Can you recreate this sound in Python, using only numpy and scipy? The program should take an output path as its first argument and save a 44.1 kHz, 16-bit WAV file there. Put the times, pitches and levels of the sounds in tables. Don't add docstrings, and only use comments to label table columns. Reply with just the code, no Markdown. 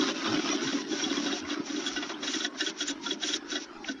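import sys
import numpy as np
from scipy import signal
from scipy.fft import rfft, irfft, next_fast_len
from scipy.io import wavfile
from scipy.ndimage import uniform_filter1d, map_coordinates

SR = 44100
rng = np.random.default_rng(int(sys.argv[2]) if len(sys.argv) > 2 else 0)


def generate_wav(sig):
    pcm = np.round(np.clip(np.atleast_2d(sig).T, -1, 1) * 32767).astype(np.int16)
    wavfile.write(sys.argv[1], SR, pcm)


N = 176400

# t/s, clank level/dB, boom level/dB, clank tilt/(dB per octave)
DOOR_HITS = [(0.009, -26, -24.5, 7), (0.073, -28.5, -28, -2), (.243, -27.5, -27, -5.5),
             (0.323, -45.5, -24, -24), (0.483, -30, -27.5, 3), (.672, -29, -34, 2), (.723, -31, -26, 2),
             (.918, -32, -24, 4), (1.034, -23, -44, 18), (1.098, -28, -24.5, 2.5), (1.167, -29, -30, 6),
             (1.262, -25.5, -38, 3), (1.319, -26.5, -25.5, 9), (1.502, -29.5, -26.5, 9.5),
             (1.695, -35, -31, 7), (1.762, -32.5, -27.5, 9), (1.815, -38, -36, 9), (1.864, -23, -32.5, 2),
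             (1.962, -24, -31, 3), (2.026, -28.5, -39, -2), (2.094, -31, -35.5, -2), (2.23, -29, -33.5, 2),
             (2.273, -24.5, -42.5, 6.5), (2.337, -23.5, -34.5, 3), (2.402, -26.5, -32.5, 8.5),
             (2.446, -15.5, -35.5, 6), (2.607, -14, -30, -0.5), (2.664, -23, -31, 2.5),
             (2.806, -22, -32.5, 1), (2.882, -26, -31.5, 2.5), (3.0639, -18.5, -33.5, -5),
             (3.1079, -17.5, -29, 6), (3.2334, -18, -31.5, 2.5), (3.284, -26, -31, -0.5),
             (3.3362, -16, -33.5, 8), (3.517, -27, -32, -1.5), (3.555, -22, -31, -1.5),
             (3.8858, -21, -29.5, -2.5)]
# t/s, level/dB
BOARD_HITS = [(.725, -37.5), (1.961, -37.5), (2.025, -34.5), (2.097, -33), (2.229, -36.5)]
# t/s, length/s, level/dB
RASP_STROKES = [(0, 0.12, -40.5), (0.15, 0.41, -43), (0.629, 0.19, -40.5), (0.904, 0.5, -41),
                (1.485, 0.058, -43), (1.665, 0.32, -41.5), (1.863, 0.026, -36), (1.996, 0.13, -46.5),
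                (2.236, 0.23, -39), (2.318, 0.042, -39.5), (2.591, 0.11, -38), (2.79, 0.043, -37),
                (2.879, 0.034, -35), (3.043, 0.099, -40.5), (3.227, 0.14, -36.5), (3.503, 0.079, -40.5),
                (3.588, 0.058, -46.5), (3.862, 0.056, -44.5)]
# t/s, f/Hz, level/dB, width/s
METAL_SQUEALS = [(.523, 5740, -29, .008), (1.028, 5680, -31, 0.0071), (2.145, 3250, -39, 0.004),
                 (2.883, 6680, -30, .004), (3.847, 2550, -36, 0.0026)]
# t/s, f/Hz, level/dB
FLEX_THUDS = [(.315, 111.3, -43), (.35, 160, -38.5), (0.397, 314, -27.5), (.462, 295.6, -30),
              (.551, 298.5, -43), (0.625, 324, -28.5), (.665, 137.5, -44), (1.069, 290, -30),
              (1.186, 276.7, -31), (1.45, 87, -53), (1.579, 308.6, -31.5), (1.603, 291.4, -28.5),
              (2.368, 290, -27.5)]
# t/s, level/dB
DRONE_RIDE = [(0, -26.5), (.14, -35), (.33, -32), (.85, -37.5), (1.25, -33), (1.46, -41), (2.3, -41),
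              (2.52, -48), (3.35, -46.5), (4, -50)]
# t/s, level/dB
CHATTER_RIDE = [(0, -36), (.1, -34), (.14, -42), (.26, -34), (.5, -36.5), (.78, -39.5), (.85, -42.5),
                (1.0, -39), (1.3, -37.5), (1.44, -44.5), (1.53, -37), (1.64, -45), (1.9, -43),
                (2.17, -44.5), (2.5, -47.5), (4, -53.5)]

# f/Hz, bandwidth/Hz, level/dB
FRAME_MODES = [(676, 130, -10), (1400, 107, -2), (1505, 107, 4), (1751, 126, -7), (1931, 88, -4),
               (2846, 114, -2), (3392, 283, 2), (3750, 360, -3.5), (5340, 1070, -18.5)]
# f/Hz, bandwidth/Hz, level/dB
BOARD_MODES = [(663, 350, -2.5), (1004, 560, -7), (2220, 1200, -9.5)]
# f/Hz, level/dB, decay/s
PANEL_MODES = [(264.2, -12.5, 0.032), (301.3, 0.5, 0.022), (362.2, -2.5, 0.015), (555.8, -19.5, 0.028)]

# f/Hz, level/dB
GRIT_EQ = [(500, -28), (1500, -9), (3700, -4), (5100, -5.5), (5630, 3), (6000, 0.5), (6450, -11.5),
           (7200, -15.5), (7450, -47.5), (10200, -49.5)]
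# f/Hz, level/dB
HARSH_EQ = [(4000, -36.5), (6300, 4), (7250, 2), (7500, -60), (9000, -1), (10200, -25.5)]
# f/Hz, level/dB
DRONE_EQ = [(70, -54), (130, -27), (200, -15), (297, -0.5), (340, -6), (410, -8.5), (520, -50.5)]
# f/Hz, level/dB
CHATTER_EQ = [(380, -31), (540, 4), (1150, 3), (1500, 8.5), (1680, 1.5), (2500, 0.5), (3950, 3), (4300, -4),
              (5500, 1.5), (7300, -28)]
# f/Hz, level/dB
RUMBLE_EQ = [(25, -2.5), (150, -4), (300, 18), (480, 3.5), (680, -1.5), (1030, 5.5), (1500, 4.5),
             (2400, -4.5), (5500, -6.5), (7600, -26.5)]

CLANK_DB, CLANK_RISE_S, RING_SCATTER_DB, CRACK_DB = -4, 0.0012, 3, -16
GRAZE_DB, GRAZE_S, LEAD_S = -12, .009, .03
STRIKE_DB = -8.5
SETTLE_S, SETTLE_AT_DB, SETTLE_HALVES_DB = .008, -21.5, 1
SETTLE_RANGE_S, KNOCK_SETTLE_S = (.004, .016), 0.013
BOOM_DB, BOOM_LAG_S, BOOM_RISE_S, BOOM_DETUNE = 2, 0.003146, 0.0096, 0.0508
RASP_RISE_S, RASP_FALL_S, RASP_WAVER_DB = 0.017, 0.0088, 1.6
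HARSH_DB, HARSH_AT_DB = -3, -33
THUD_CYCLES = 1.8
HUM_DB, FAR_BOOM_DB, FAR_PITCH = -1.5, -3, (0.639, 1.3)
TREBLE_HZ, DULL_BELOW_DB, DULL_SLOPE = 2220, -39.5, 1.7
CLINK_DB, CLINK_HZ, CLINK_DECAY_S = -7, (610.5, 3943), 0.014
RUMBLE_DB, ROOM_DB, ROOM_T60_S = -48.5, -10.5, 0.1


def bangs():
    out = np.zeros(N + SR)
    for s, clank_db, boom_db, tilt_db in DOOR_HITS:
        settle_s = SETTLE_S * 2 ** ((SETTLE_AT_DB - clank_db) / SETTLE_HALVES_DB)
        settle_s = np.clip(settle_s, *SETTLE_RANGE_S)
        add(out, s, amp(clank_db + CLANK_DB) * clank(FRAME_MODES, settle_s, tilt_db))
        pitch = 1 + BOOM_DETUNE * rng.standard_normal()
        add(out, s + LEAD_S + BOOM_LAG_S, amp(boom_db + BOOM_DB) * boom(pitch))
    for s, db in BOARD_HITS:
        add(out, s, amp(db) * clank(BOARD_MODES, KNOCK_SETTLE_S, tilt_db=0))
    return out[round(LEAD_S * SR):][:N]


def clank(modes, decay_s, tilt_db):
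    t = np.arange(SR // 5) / SR - LEAD_S
    after = np.maximum(t, 0)
    spurt = (1 - np.exp(-after / CLANK_RISE_S)) * np.exp(-after / decay_s)
    graze = amp(GRAZE_DB) * np.exp(-np.abs(t) / GRAZE_S)
    envelope = spurt + graze
    strike = signal.unit_impulse(len(t), round(LEAD_S * SR))
    force = unit(envelope * contacts(per_s=9400, size=len(t))) + amp(STRIKE_DB) * unit(strike)
    octaves = np.clip(np.log2(np.array(modes)[:, 0] / TREBLE_HZ), -1, .5)
    ring = resonances(modes, amp(tilt_db * octaves + RING_SCATTER_DB * rng.standard_normal(len(modes))))
    crack = lambda f: amp(CRACK_DB) * f / np.hypot(f, 900) / (1 + (f / 6300) ** 14)
    return unit(filtered(force, lambda f: ring(f) + crack(f))) * np.sqrt(np.mean(envelope ** 2))


def boom(pitch):
    t = np.arange(SR // 5) / SR
    swings = sum(amp(db) * np.exp(-t / decay) * np.sin(2 * np.pi * hz * pitch * t + rng.normal(0, 1.0))
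                 for hz, db, decay in PANEL_MODES)
    sound = swings * (1 - np.exp(-(t / BOOM_RISE_S) ** 2))
    return np.sqrt(2) * sound / np.abs(sound).max()


def rasps():
    t, power = np.arange(N) / SR, np.zeros(N)
    for s, length, db in RASP_STROKES:
        attack = np.exp(-np.maximum(s - t, 0) / RASP_RISE_S)
        release = np.exp(-np.maximum(t - s - length, 0) / RASP_FALL_S)
        power += (amp(db) * attack * release) ** 2
    grit = patchy(coloured(contacts(per_s=21000, size=N), GRIT_EQ), depth_db=0.5)
    harsh = amp(HARSH_DB) * power / amp(HARSH_AT_DB) ** 2 * coloured(rng.standard_normal(N), HARSH_EQ)
    return np.sqrt(power) * amp(RASP_WAVER_DB * wobble(rate=29)) * (grit + harsh)


def squeals():
    return swells(METAL_SQUEALS, waver_rad=2.2)


def thuds():
    return swells([(s, hz, db, THUD_CYCLES / hz) for s, hz, db in FLEX_THUDS], waver_rad=.5)


def drone():
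    booms = np.zeros(N + SR)
    for when, pitch, strength in rng.random(size=(60, 3)):
        add(booms, when * N / SR, 2 * strength * boom(np.interp(pitch, [0, 1], FAR_PITCH)))
    hum = amp(HUM_DB + wobble(rate=10)) * coloured(contacts(per_s=900, size=N), DRONE_EQ)
    return amp(curve(DRONE_RIDE)) * (hum + amp(FAR_BOOM_DB) * booms[:N])


def chatter():
    level_db = curve(CHATTER_RIDE) + 1.26 * wobble(rate=45)
    rattle = patchy(coloured(contacts(per_s=2600, size=N), CHATTER_EQ), depth_db=4.5)
    parts = rattle + amp(CLINK_DB) * clinks()
    body = filtered(parts, lambda f: 1 / (1 + (f / TREBLE_HZ) ** 4))
    treble_db = DULL_SLOPE * np.minimum(level_db - DULL_BELOW_DB, 0)
    return amp(level_db) * (body + amp(treble_db) * (parts - body))


def clinks():
    t, out = np.arange(SR // 16) / SR, np.zeros(N + SR)
    for when, pitch, strength in rng.random(size=(700, 3)):
        hz = np.interp(pitch, [0, 1], CLINK_HZ)
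        add(out, when * N / SR, strength ** 2 * np.exp(-t / CLINK_DECAY_S) * np.sin(2 * np.pi * hz * t))
    return unit(filtered(out[:N], lambda f: 1 / (1 + (f / CLINK_HZ[1]) ** 10)))


def rumble():
    gain = amp(RUMBLE_DB + wobble(rate=11.0))
    return gain * patchy(coloured(rng.standard_normal(N), RUMBLE_EQ), depth_db=7.0)


def room(x):
    t = np.arange(SR // 2) / SR
    tail = rng.standard_normal(len(t)) * amp(-60 * t / ROOM_T60_S)
    return signal.fftconvolve(x, tail / np.linalg.norm(tail))[:N]


def swells(rows, waver_rad):
    t, out = np.arange(N) / SR, np.zeros(N)
    for s, hz, db, width in rows:
        phase = 2 * np.pi * hz * t + waver_rad * wobble(rate=1.3 / width)
        out += np.sqrt(2) * amp(db) * np.exp(-.5 * ((t - s) / width) ** 2) * np.sin(phase)
    return out


def contacts(per_s, size):
    return rng.standard_normal(size) * (rng.random(size) < per_s / SR)


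def resonances(modes, gains):
    return lambda f: sum(g * amp(db) * (1j * f * width / (hz * hz - f * f + 1j * f * width)) ** 2
                         for g, (hz, width, db) in zip(gains, modes))


def patchy(x, depth_db):
    spectra = signal.stft(x, nperseg=1024)[2]
    flicker = uniform_filter1d(rng.standard_normal(spectra.shape), size=2, axis=0)
    flicker = uniform_filter1d(flicker, size=7, axis=1)
    return unit(signal.istft(spectra * amp(depth_db * unit(flicker)), nperseg=1024)[1][:N])


def coloured(x, eq):
    f, db = np.transpose(eq)
    return unit(filtered(x, lambda hz: amp(np.interp(np.log(hz + 1), np.log(f), db))))


def filtered(x, response):
    size = next_fast_len(len(x) + 8192)
    return irfft(rfft(x, size) * response(np.fft.rfftfreq(size, 1 / SR)), size)[:len(x)]


def wobble(rate):
    return map_coordinates(rng.standard_normal(2048), [np.arange(N) * rate / SR], mode="wrap")


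def curve(ride):
    return np.interp(np.arange(N) / SR, *np.transpose(ride))


def add(track, s, sound):
    i = max(round(s * SR), 0)
    track[i:i + len(sound)] += sound


def amp(db):
    return 10 ** (np.asarray(db) / 20)


def unit(x):
    return x / np.sqrt(np.mean(x ** 2) + 1e-20)


def scene():
    squealing, flexing = squeals(), thuds()
    doors = bangs() + squealing
    return (doors + amp(ROOM_DB) * room(doors) + rasps() + drone() + chatter() + flexing + rumble())[None]


def record(dry):
    shelf_hz, shelf_db, top_hz = [7200, 7400], [0, -7], 10200
    return filtered(dry[0], lambda hz: amp(np.interp(hz, shelf_hz, shelf_db)) * (hz < top_hz))[None]


dry = scene()
out = record(dry)
generate_wav(out)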